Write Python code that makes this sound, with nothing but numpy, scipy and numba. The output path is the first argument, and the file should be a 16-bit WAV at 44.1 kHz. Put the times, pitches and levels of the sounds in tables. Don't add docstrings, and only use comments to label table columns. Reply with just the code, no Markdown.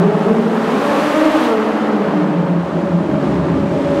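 import sys
import numpy as np
from scipy import signal
from scipy.fft import rfft, irfft
from scipy.io import wavfile
from scipy.ndimage import uniform_filter1d, map_coordinates
from numba import njit

SR = 44100
rng = np.random.default_rng(int(sys.argv[2]) if len(sys.argv) > 2 else 0)


def materialize(psi):
    bounded = np.clip(np.atleast_2d(psi).T, -1, 1)
    quanta = np.round(bounded * 32767).astype(np.int16)
    wavfile.write(sys.argv[1], SR, quanta)


N = 176400
LEAD_S = 1.5
T = np.arange(-int(LEAD_S * SR), N) / SR

# time_s, rate_hz
FIRING_RATE = [(-1.5, 168), (-0.25, 168), (-0.06, 184), (0.0059, 204), (0.3852, 224), (0.84, 278),
               (1.06, 292), (1.23, 308), (1.36, 305), (1.41, 254), (1.46, 236), (1.55, 220), (1.85, 221),
               (2.08, 192), (2.5, 178), (3, 171), (3, 141), (3.5, 138.5)]
# time_s, note_direct_db, note_hall_db, burble_db, rasp_db
ENGINE_GAINS = [(0, -19.5, -12.5, -22, -20.5), (.3, -19.5, -16, -22, -23), (.6, -28, -20, -28, -22),
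                (.95, -23, -16.5, -28, -20.5), (1.1, -19.5, -15.5, -28.5, -24),
                (1.21, -12.5, -14.5, -25, -22), (1.37, -13.5, -18, -29, -17.5),
                (1.45, -17.5, -23, -25, -18), (1.54, -19.5, -25.5, -38, -19),
                (1.72, -27.5, -25.5, -24, -21), (1.95, -20, -20.5, -24, -22.5),
                (2.2, -23.5, -23, -23.5, -23), (2.5, -20, -23, -21, -27.5), (2.9, -24, -20, -20, -29.5),
                (3.3, -32, -29.5, -16, -24.5), (3.7, -32, -32, -20.5, -29), (4, -40, -37, -12, -25.5)]
# firing_rate_multiple, level_db
NOTE_ORDERS = [(1, 0.5), (1.5, -32.5), (2, -3.5), (2.5, -24.5), (3, -9), (3.5, -22), (4, -12.5), (5, -20),
               (6, -22)]
# time_s, gain_db
OVERTONE_BITE = [(0, -0.5), (.4, -0.5), (.9, 2.5), (1.25, -4.5), (1.42, 1), (1.52, 9.5), (1.61, 3),
                 (1.8, -1.5), (2.0, -8), (4, -0.5)]
# freq_hz, gain_db
TAILPIPE_RESPONSE = [(130, -5), (175, 1.5), (215, 1.5), (245, -1), (275, -5), (312, 2.5), (352, -7),
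                     (400, 4.5), (448, 3), (510, -9), (580, 4.5), (625, -0.5), (720, -2.5), (860, 0),
                     (1200, 1.5), (2000, 5)]
CYLINDER_LEVELS = [-2, -10.5, -4, -10.5, -0.5, -6]
# freq_hz, width_hz, gain_db
BODY_MODES = [(166.1, 22.4, 1), (212.5, 24.3, 1.5), (274.7, 32, 0.5), (314.3, 28, 1.5), (365.6, 56, -1),
              (419.4, 27, -5), (491, 9.1, -7.5), (565, 34, -0.5), (627, 26, -3.5), (852, 44, -15.5),
              (928, 42, -15.5), (1200, 74, -18.5)]
# freq_hz, density_db
RASP_SPECTRUM = [(30, -39), (100, -10), (170, -12), (400, 3), (700, 2), (1150, -1.5), (1600, -9),
                 (3000, -21.5), (6000, -38), (15000, -66)]
# freq_hz, width_hz
ROOM_MODES = [(171, 18), (208, 10.2), (305, 21)]
# time_s, first_db, second_db, third_db
ROOM_MODE_LEVELS = [(0, -20, -24, -49.5), (.5, -29, -33.5, -48), (1.7, -46, -35, -34.5),
                    (2.05, -32, -34, -28), (2.3, -20.5, -38, -20.5), (2.55, -19, -28, -30),
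                    (2.85, -22.5, -24, -37), (3.3, -25, -25.5, -31), (3.65, -19, -31, -46),
                    (4, -22, -39, -32)]
# freq_hz, density_db
HISS_SPECTRUM = [(25, -13), (100, -4.5), (1000, 5), (3000, -6.5), (5500, -17), (7500, -20), (11000, -30.5),
                 (16000, -44)]
# time_s, level_db
HISS_LEVELS = [(0, -34), (1.5, -40.5), (2.6, -41.5), (3.1, -37.5), (3.5, -34.5), (3.7, -35.5), (4, -32)]
# freq_hz, density_db
TYRE_SPECTRUM = [(30, -32), (100, -14), (400, -3.5), (1000, 6), (2000, 0), (3200, -4.5), (5000, -14),
                 (8000, -20), (12000, -25), (16000, -35)]
# time_s, level_db
AXLE_PASSES = [(1.03, -26.5), (1.379, -24.5)]
# freq_hz, density_db
JET_SPECTRUM = [(30, -15), (110, 3), (220, 0), (1000, 5), (3000, 2), (6000, -15.5), (12000, -28),
                (16000, -27)]
# freq_hz, density_db
BOOM_SPECTRUM = [(25, -34), (52, -29), (66, -15), (77, -1), (88, -5.5), (115, -10), (150, -16), (400, -51),
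                 (2000, -82)]
# time_s, level_db
BOOM_LEVELS = [(0, -54), (.8, -58), (1.3, -48), (1.7, -65), (2.3, -60), (2.5, -39), (3.05, -40.5),
               (3.22, -33), (3.6, -28.5), (3.75, -35.5), (4, -29)]
# freq_hz, t60_s
HALL_DECAY = [(80, 1.2), (300, 3.18), (1000, 2.7), (4000, 3), (14000, .45)]

SPEED_M_S, PASS_S, NEAREST_M = 12., 1.38, 2.466
ALONG_M = SPEED_M_S * (T - PASS_S)
RANGE_M = np.hypot(ALONG_M, NEAREST_M)


def undb(db):
    return 10 ** (np.asarray(db) / 20)


def unit(x):
    return x / np.sqrt(np.mean(x ** 2))


def curve(table, column=1):
    rows = np.array(table)
    return np.interp(T, rows[:, 0], rows[:, column])


def noise():
    return rng.standard_normal(len(T))


def drift(rate_hz):
    hold = int(SR / rate_hz)
    steps = np.repeat(rng.standard_normal(len(T) // hold + 1), hold)
    return 1.3 * uniform_filter1d(uniform_filter1d(steps, hold), hold)[:len(T)]


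def bins_hz(x):
    return np.fft.rfftfreq(len(x), 1 / SR) + 1


def colour(x, spectrum):
    hz, db = np.array(spectrum).T
    gain = undb(np.interp(np.log(bins_hz(x)), np.log(hz), db))
    return unit(irfft(rfft(x) * gain, len(x)))


def resonance(centre_hz, width_hz):
    hz = bins_hz(T)
    return 1 / (1 + ((hz - centre_hz ** 2 / hz) / width_hz) ** 2)


def hall(x):
    t = np.arange(2 * SR) / SR
    hz, t60_s = np.array(HALL_DECAY).T
    white = rfft(rng.standard_normal(len(t)))
    tail = 0
    for band, ring_s in zip(np.eye(len(hz)), t60_s):
        weight = np.interp(np.log(bins_hz(t)), np.log(hz), band)
        tail += irfft(white * weight) * unit(np.exp(-np.log(1000) * t / ring_s))
    return signal.fftconvolve(x, tail / np.sqrt(len(t)))[:len(x)]


def delayed(x, path_m):
    return map_coordinates(x, [np.arange(len(x)) - path_m / 343 * SR], order=1, mode="mirror")


def moving_hall(x):
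    return (hall(delayed(x, -ALONG_M)) + hall(delayed(x, ALONG_M))) / np.sqrt(2)


def firing_cycles(wander=.005, jitter_cycles=.028):
    rate_hz = curve(FIRING_RATE) * (1 + wander * drift(14))
    return np.cumsum(rate_hz) / SR + jitter_cycles * drift(70) + 1


def exhaust_note(cycles, flutter=0.31):
    bite = undb(curve(OVERTONE_BITE))
    partials = 0
    for order, db in NOTE_ORDERS:
        gain = undb(db) * (bite if order > 1 else 1) * (1 + flutter * drift(45))
        partials += gain * np.sin(2 * np.pi * order * cycles)
    note = colour(partials, TAILPIPE_RESPONSE)
    direct = delayed(note, RANGE_M) * undb(curve(ENGINE_GAINS, column=1))
    return direct + moving_hall(note * undb(curve(ENGINE_GAINS, column=2)))


def firings(cycles, scatter_db=4., decay_cycles=0.51):
    index = cycles.astype(int)
    cylinder_db = np.array(CYLINDER_LEVELS)[index % len(CYLINDER_LEVELS)]
    strength = undb(cylinder_db + scatter_db * rng.uniform(-0.84, 1, size=4096)[index])
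    pulses = strength * np.diff(index, prepend=0)
    puffs = strength * np.exp(-(cycles % 1) / decay_cycles)
    return pulses, puffs


def burble(pulses, direct_db=-9.5):
    drive = pulses * undb(curve(ENGINE_GAINS, column=3))
    direct = delayed(drive, RANGE_M) * NEAREST_M / RANGE_M
    arriving = moving_hall(drive) + undb(direct_db) * direct
    body = np.sqrt(sum((undb(db) * resonance(hz, width_hz)) ** 2 for hz, width_hz, db in BODY_MODES))
    ring = lambda x: irfft(rfft(x) * body, len(T))
    return ring(arriving) / np.std(ring(pulses))


def gas_rasp(puffs):
    gas = colour(noise() * puffs, RASP_SPECTRUM) * undb(curve(ENGINE_GAINS, column=4))
    return undb(-2) * hall(gas) + undb(-5) * gas


def standing_waves():
    total = 0
    for column, (hz, width_hz) in enumerate(ROOM_MODES, start=1):
        mode = unit(irfft(rfft(noise()) * resonance(hz, width_hz), len(T)))
        total += mode * undb(curve(ROOM_MODE_LEVELS, column))
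    return total


def hall_hiss():
    return colour(noise(), HISS_SPECTRUM) * undb(curve(HISS_LEVELS) + drift(20))


def tyres(nearest_m=2.54, hall_db=-9):
    power = sum(undb(db) ** 2 / (1 + (SPEED_M_S * (T - pass_s) / nearest_m) ** 2)
                for pass_s, db in AXLE_PASSES)
    roll = colour(noise(), TYRE_SPECTRUM) * np.sqrt(power) * undb(.5 * drift(25.05))
    return roll * camera_shadow() + undb(hall_db) * hall(roll)


def tailpipe_jet(centre_s=1.44, width_s=0.17, gain_db=-27):
    swell = np.exp(-.5 * ((T - centre_s) / width_s) ** 2)
    return colour(noise(), JET_SPECTRUM) * undb(gain_db) * swell * camera_shadow()


def camera_shadow(behind_s=1.514, fade_s=0.045, shade_db=-9):
    return undb(shade_db * (.5 + .5 * np.tanh((T - behind_s) / fade_s)))


def silencer_boom(puffs):
    return colour(noise() * puffs, BOOM_SPECTRUM) * undb(curve(BOOM_LEVELS))


def scene(turbulence_db=3):
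    cycles = firing_cycles()
    pulses, puffs = firings(cycles)
    ragged_pulses = unit(pulses) + undb(turbulence_db) * unit(noise() * puffs)
    engine = exhaust_note(cycles) + burble(ragged_pulses) + silencer_boom(puffs)
    gas = gas_rasp(puffs) + tailpipe_jet()
    return (engine + gas + tyres() + standing_waves() + hall_hiss())[None, -N:]


@njit
def follow(x, level, attack_s, release_s):
    envelope = np.empty(len(x))
    for i in range(len(x)):
        lag_s = attack_s if x[i] > level else release_s
        level += (x[i] - level) / (lag_s * SR)
        envelope[i] = level
    return envelope


def record(dry, threshold_db=-14, ratio=1.9, makeup_db=1.61, ceiling=0.89, cutoff_hz=15700):
    rectified = np.abs(dry[0])
    envelope = follow(rectified, 2 * np.mean(rectified), attack_s=0.021, release_s=0.2)
    gain = np.minimum(1, undb(threshold_db) / envelope) ** (1 - 1 / ratio)
    levelled = dry * gain * undb(makeup_db)
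    rounded = levelled / (1 + (levelled / ceiling) ** 4) ** (1 / 4)
    return signal.sosfilt(signal.ellip(10, .2, 80, cutoff_hz, fs=SR, output="sos"), rounded)


dry = scene()
out = record(dry)
materialize(out)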